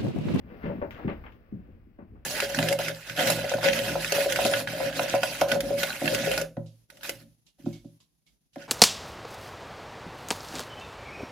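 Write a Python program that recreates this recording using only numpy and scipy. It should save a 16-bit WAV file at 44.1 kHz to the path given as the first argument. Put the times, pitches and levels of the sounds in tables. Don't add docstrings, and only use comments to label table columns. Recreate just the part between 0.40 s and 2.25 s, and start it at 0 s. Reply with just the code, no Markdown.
import sys
import numpy as np
from scipy import signal
from scipy.fft import rfft, irfft
from scipy.io import wavfile

SR = 44100
rng = np.random.default_rng(int(sys.argv[2]) if len(sys.argv) > 2 else 0)


def unload_audio(sound):
    columns = np.transpose(np.atleast_2d(sound))
    steps = np.round(np.clip(columns, -1, 1) * 32767)
    wavfile.write(sys.argv[1], SR, steps.astype(np.int16))


N = 81585
TIME = np.arange(N) / SR
FFT_SIZE = 2 ** 17
FREQS = np.arange(FFT_SIZE // 2 + 1) * SR / FFT_SIZE

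# t/s, level/dB, f/Hz
STEPS = [(0.045, -40, 221), (0.12, -39, 260), (0.238, -28.5, 228), (0.254, -26, 189), (0.262, -32, 300),
         (0.291, -30.5, 180), (0.308, -33, 280), (0.336, -34.5, 253), (0.352, -29, 232),
         (0.384, -33.5, 248.4), (0.423, -30, 278), (0.446, -34, 325), (0.647, -25.5, 289),
         (0.652, -24, 170), (0.673, -24, 251), (0.684, -26.5, 332), (0.71, -34, 302), (0.750, -55, 200),
         (1.124, -30, 225.6), (1.137, -33.5, 160), (1.157, -38, 227.5), (1.172, -42.5, 204),
         (1.286, -45, 281), (1.470, -48.5, 261), (1.589, -38, 276), (1.624, -44, 248), (1.719, -48.5, 237),
         (1.736, -45.5, 282)]
# f/Hz, level/dB, ring time/s
SHED_NOTES = [(97, -8, 0.083), (170, -23, 0.14), (233.5, -19, 0.45), (300, -21, 0.19), (350.5, -20.5, 0.32)]


def thuds():
    steps = [(from_db(db) * SR / hz * click(s), hz) for s, db, hz in STEPS]
    push = low_pass(sum(force for force, hz in steps), hz=120, order=3)
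    thump = sum(low_pass(band(force, hz, ratio=1.323), 1.4 * hz) for force, hz in steps)
    floor = thump + from_db(-19) * push
    return in_shed(floor, room_db=0.5) + from_db(-38) * ring(floor, SHED_NOTES)


# t/s, level/dB
WOOD_HITS = [(0.256, -30), (0.299, -25.5), (0.416, -28), (0.426, -22.5), (0.455, -39.5), (0.688, -30.5),
             (1.589, -44)]
# f/Hz, level/dB, ring time/s
BOARD_NOTES = [(507, -21.5, 0.1), (572, -1.5, 0.078), (634, -14, 0.24), (854, -18.5, .08), (912, -15, 0.11),
               (1431, -10, 0.01)]


def knocks():
    force = low_pass(sum(from_db(db) * click(s) for s, db in WOOD_HITS), hz=1480)
    return in_shed(ring(force, BOARD_NOTES), room_db=1)


# t/s, level/dB
RUSTLE_LEVEL = [(0, -65.5), (0.06, -62.5), (0.11, -53.5), (0.2, -57.5), (0.25, -40.5), (0.31, -52),
                (0.40, -54), (0.49, -72.5), (0.54, -53.5), (0.595, -47.5), (0.65, -51.5), (0.72, -57.5),
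                (0.80, -59.5), (0.92, -64.5), (1.03, -69), (1.3, -68.5), (1.5, -82), (1.85, -73)]
# f/Hz, level/dB
RUSTLE_TONE = [(60, 0.5), (250, 8), (600, 7.5), (900, -3), (1600, -2.5), (2700, -10), (4000, -25.5),
               (5500, -34), (8000, -59.5), (16000, -46)]
STRAW_ROOM_DB = 1.5


def rustle():
    return tint(rubbing(level(RUSTLE_LEVEL), STRAW_ROOM_DB), RUSTLE_TONE)


# t/s, level/dB, fade time/s, treble limit f/Hz
HOOF_SCUFFS = [(0.231, -41, 0.0071, 2600), (0.259, -44.5, 0.0053, 2600), (0.415, -39.5, .02, 1600),
               (0.678, -32, 0.0093, 2200), (0.7, -48, 0.017, 2600), (0.836, -48.5, 0.019, 2800),
               (0.865, -48, 0.008, 2400), (1.585, -53.5, 0.032, 1200), (1.753, -58.5, 0.014, 1300)]
# f/Hz, level/dB
SCUFF_TONE = [(60, -17.5), (300, -3), (550, 3.5), (800, 7.5), (1100, 2.5), (1600, 1), (2500, -1),
              (3300, -13), (4500, -17), (8000, -42.5), (16000, -44.5)]


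def scuffs():
    out = 0
    for s, db, fade_s, hz in HOOF_SCUFFS:
        envelope = from_db(db) * burst(s, rise_s=0.0014, fade_s=fade_s)
        out += low_pass(rubbing(envelope, room_db=-1), hz)
    return tint(out, SCUFF_TONE)


# t/s, level/dB, pitch f/Hz
HOOF_SLIDE = [(0.51, -68.5, 3080), (0.55, -66.5, 2630), (0.578, -44, 1400), (0.603, -37.5, 700),
              (0.625, -55, 600), (0.65, -74, 557)]


def slide():
    s, db, hz = np.transpose(HOOF_SLIDE)
    pitch_octaves, width_octaves = np.interp(TIME, s, np.log2(hz)), 0.29
    grit = rubbing(np.ones(N), STRAW_ROOM_DB)
    out = 0
    for band_hz in np.geomspace(400, 4500, 8):
        part = band(grit, band_hz, ratio=1.2)
        distance = (np.log2(band_hz) - pitch_octaves) / width_octaves
        out += part / part.std() * np.exp(-.5 * distance ** 2)
    sliding = (TIME > s[0]) & (TIME < s[-1])
    return out / 2 * from_db(np.interp(TIME, s, db)) * sliding


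# t/s, level/dB, treble limit f/Hz
STALK_SNAPS = [(0.261, -39.5, 2340), (0.508, -36, 15000), (0.514, -59.5, 7000), (0.546, -45, 4000),
               (0.564, -50.5, 15000), (0.678, -34.5, 2460), (0.698, -35.5, 3150), (0.714, -41, 3000),
               (0.863, -38, 2550), (0.922, -52.5, 15000)]
# f/Hz, level/dB
CRACKLE_TONE = [(300, -23.5), (1200, 11), (2300, 5), (3100, 8), (4200, -7.5), (7000, -14), (9000, -36.5),
                (13000, -14), (16000, -9)]
# f/Hz, level/dB, ring time/s
STALK_NOTES = [(2180, -13, 0.052), (3070, -13.5, 0.015)]


def snaps():
    crackle = breaks = 0
    for s, db, hz in STALK_SNAPS:
        envelope = from_db(db) * burst(s, rise_s=0.00025, fade_s=0.0017)
        crackle += low_pass(rubbing(envelope, room_db=-0.5), hz, order=3)
        breaks += low_pass(from_db(db) * click(s), hz, order=3)
    return tint(crackle, CRACKLE_TONE) + ring(breaks, STALK_NOTES)


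# t/s, level/dB
RUMBLE_LEVEL = [(0, -49), (0.12, -49.5), (0.34, -46.5), (0.55, -47.5), (0.61, -55.5), (0.68, -44),
                (0.85, -47.5), (0.97, -50.5), (1.06, -58.5), (1.13, -49), (1.3, -50), (1.5, -56),
                (1.56, -56), (1.62, -53.5), (1.75, -49.5), (1.85, -57.5)]
# f/Hz, level/dB
RUMBLE_TONE = [(12, -21), (26, -6), (42, 0.5), (65, 1.5), (100, 0.5), (135, -9), (230, -9), (400, -20),
               (800, -35.5), (3000, -64.5)]
# t/s, level/dB
HISS_LEVEL = [(0, -79), (0.11, -73.5), (0.26, -66.5), (0.42, -70), (0.58, -68), (0.82, -71.5), (0.925, -74),
              (1.0, -78), (1.5, -84), (1.85, -85.5)]
# f/Hz, level/dB
HISS_TONE = [(2000, -14.5), (5000, -1), (8000, -32.5), (10000, -16.5), (12500, -5), (15500, 1)]
# f/Hz, level/dB
AIR_TONE = [(100, 1), (500, 0.5), (1000, -2.5), (2500, -1.5), (4000, -18.5), (5500, -24), (8000, -28),
            (15000, -21)]


def background():
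    rumble = tint(wide_noise(), RUMBLE_TONE) * level(RUMBLE_LEVEL)
    hiss = tint(np.array([grains(), grains()]), HISS_TONE) * level(HISS_LEVEL)
    air = from_db(-76) * tint(wide_noise(), AIR_TONE)
    return rumble + hiss + air


# f/Hz, level/dB
SHED_WIDTH = [(50, -4.5), (200, -18), (500, -18), (1000, 7), (3000, 3.5)]
ECHO_S = 0.19


def wide_noise():
    shared, unshared = rfft(rng.standard_normal((2, FFT_SIZE)))
    width = response(SHED_WIDTH)
    left_right = shared + unshared * width * [[1], [-1]]
    return irfft(left_right / np.sqrt(1 + width ** 2))[:, :N]


def in_shed(x, room_db):
    echo = wide_noise() * burst(0.0013, rise_s=0.0013, fade_s=ECHO_S / np.log(1000))
    echo /= np.sqrt(np.sum(echo ** 2) / 2)
    return x + from_db(room_db) * signal.fftconvolve(echo, np.atleast_2d(x), axes=1)[:, :N]


def rubbing(envelope, room_db):
    keep = np.exp(-2 * np.log(1000) / (ECHO_S * SR))
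    echo_level = np.sqrt(signal.lfilter([1 - keep], [1, -keep], envelope ** 2 + 1e-18))
    return grains() * envelope + from_db(room_db) * echo_level * wide_noise()


def grains(slips_per_s=2100, spread_db=3, smooth_share=0.17):
    sizes = from_db(spread_db * np.minimum(rng.exponential(1, N), 4))
    slips = sizes * rng.choice([-1, 1], N) * (rng.random(N) < slips_per_s / SR)
    smooth = rng.standard_normal(N)
    return np.sqrt(1 - smooth_share) * slips / slips.std() + np.sqrt(smooth_share) * smooth


def ring(x, notes):
    out = 0
    for hz, db, ring_s in notes:
        keep, turn = np.exp(-np.log(1000) / (ring_s * SR)), 2 * np.pi * hz / SR
        feedback = [1, -2 * keep * np.cos(turn), keep * keep]
        out += from_db(db) * signal.lfilter([0, np.sin(turn)], feedback, x + 1e-18)
    return out


def click(s):
    return 1.0 * (np.arange(N) == int(s * SR))


def burst(s, rise_s, fade_s):
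    age = np.maximum(TIME - s, 0)
    return np.minimum(age / rise_s, 1) * np.exp(-np.maximum(age - rise_s, 0) / fade_s)


def from_db(db):
    return 10 ** (np.asarray(db) / 20)


def level(rows):
    return from_db(np.interp(TIME, *np.transpose(rows)))


def response(points):
    hz, db = np.transpose(points)
    return from_db(np.interp(np.log(FREQS + 1), np.log(hz), db))


def colour(x, gain):
    cepstrum = irfft(np.log(gain + 1e-9))
    cepstrum[1:FFT_SIZE // 2] *= 2
    cepstrum[FFT_SIZE // 2 + 1:] = 0
    return irfft(rfft(x, FFT_SIZE) * np.exp(rfft(cepstrum)))[..., :N]


def tint(x, points):
    gain = response(points)
    return colour(x, gain / np.sqrt(np.mean(gain ** 2)))


def low_pass(x, hz, order=2):
    return signal.sosfilt(signal.butter(order, hz, fs=SR, output="sos"), x + 1e-18)


def band(x, hz, ratio):
    edges_hz = [hz / ratio, hz * ratio]
    return signal.sosfilt(signal.butter(2, edges_hz, "band", fs=SR, output="sos"), x + 1e-18)


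def scene():
    hooves = thuds() + knocks()
    straw = in_shed(rustle() + scuffs() + slide() + snaps(), room_db=-6.5)
    left, right = hooves + straw + background()
    right_delay_s = 0.0003
    return np.array([left, np.pad(right, (int(right_delay_s * SR), 0))[:N]])


# f/Hz, level/dB
LEFT_BOOST = [(60, 1.5), (150, 0), (280, 3.5), (550, 4), (1200, 6.5), (2600, 6.5), (4000, 2), (8000, -2),
              (13000, 2.5)]


def record(dry):
    boost = np.sqrt(response(LEFT_BOOST))
    heard = np.array([colour(dry[0], boost), colour(dry[1], 1 / boost)])
    top_hz = 15850
    return signal.sosfilt(signal.ellip(12, .1, 80, top_hz, fs=SR, output="sos"), heard)


dry = scene()
out = record(dry)
unload_audio(out)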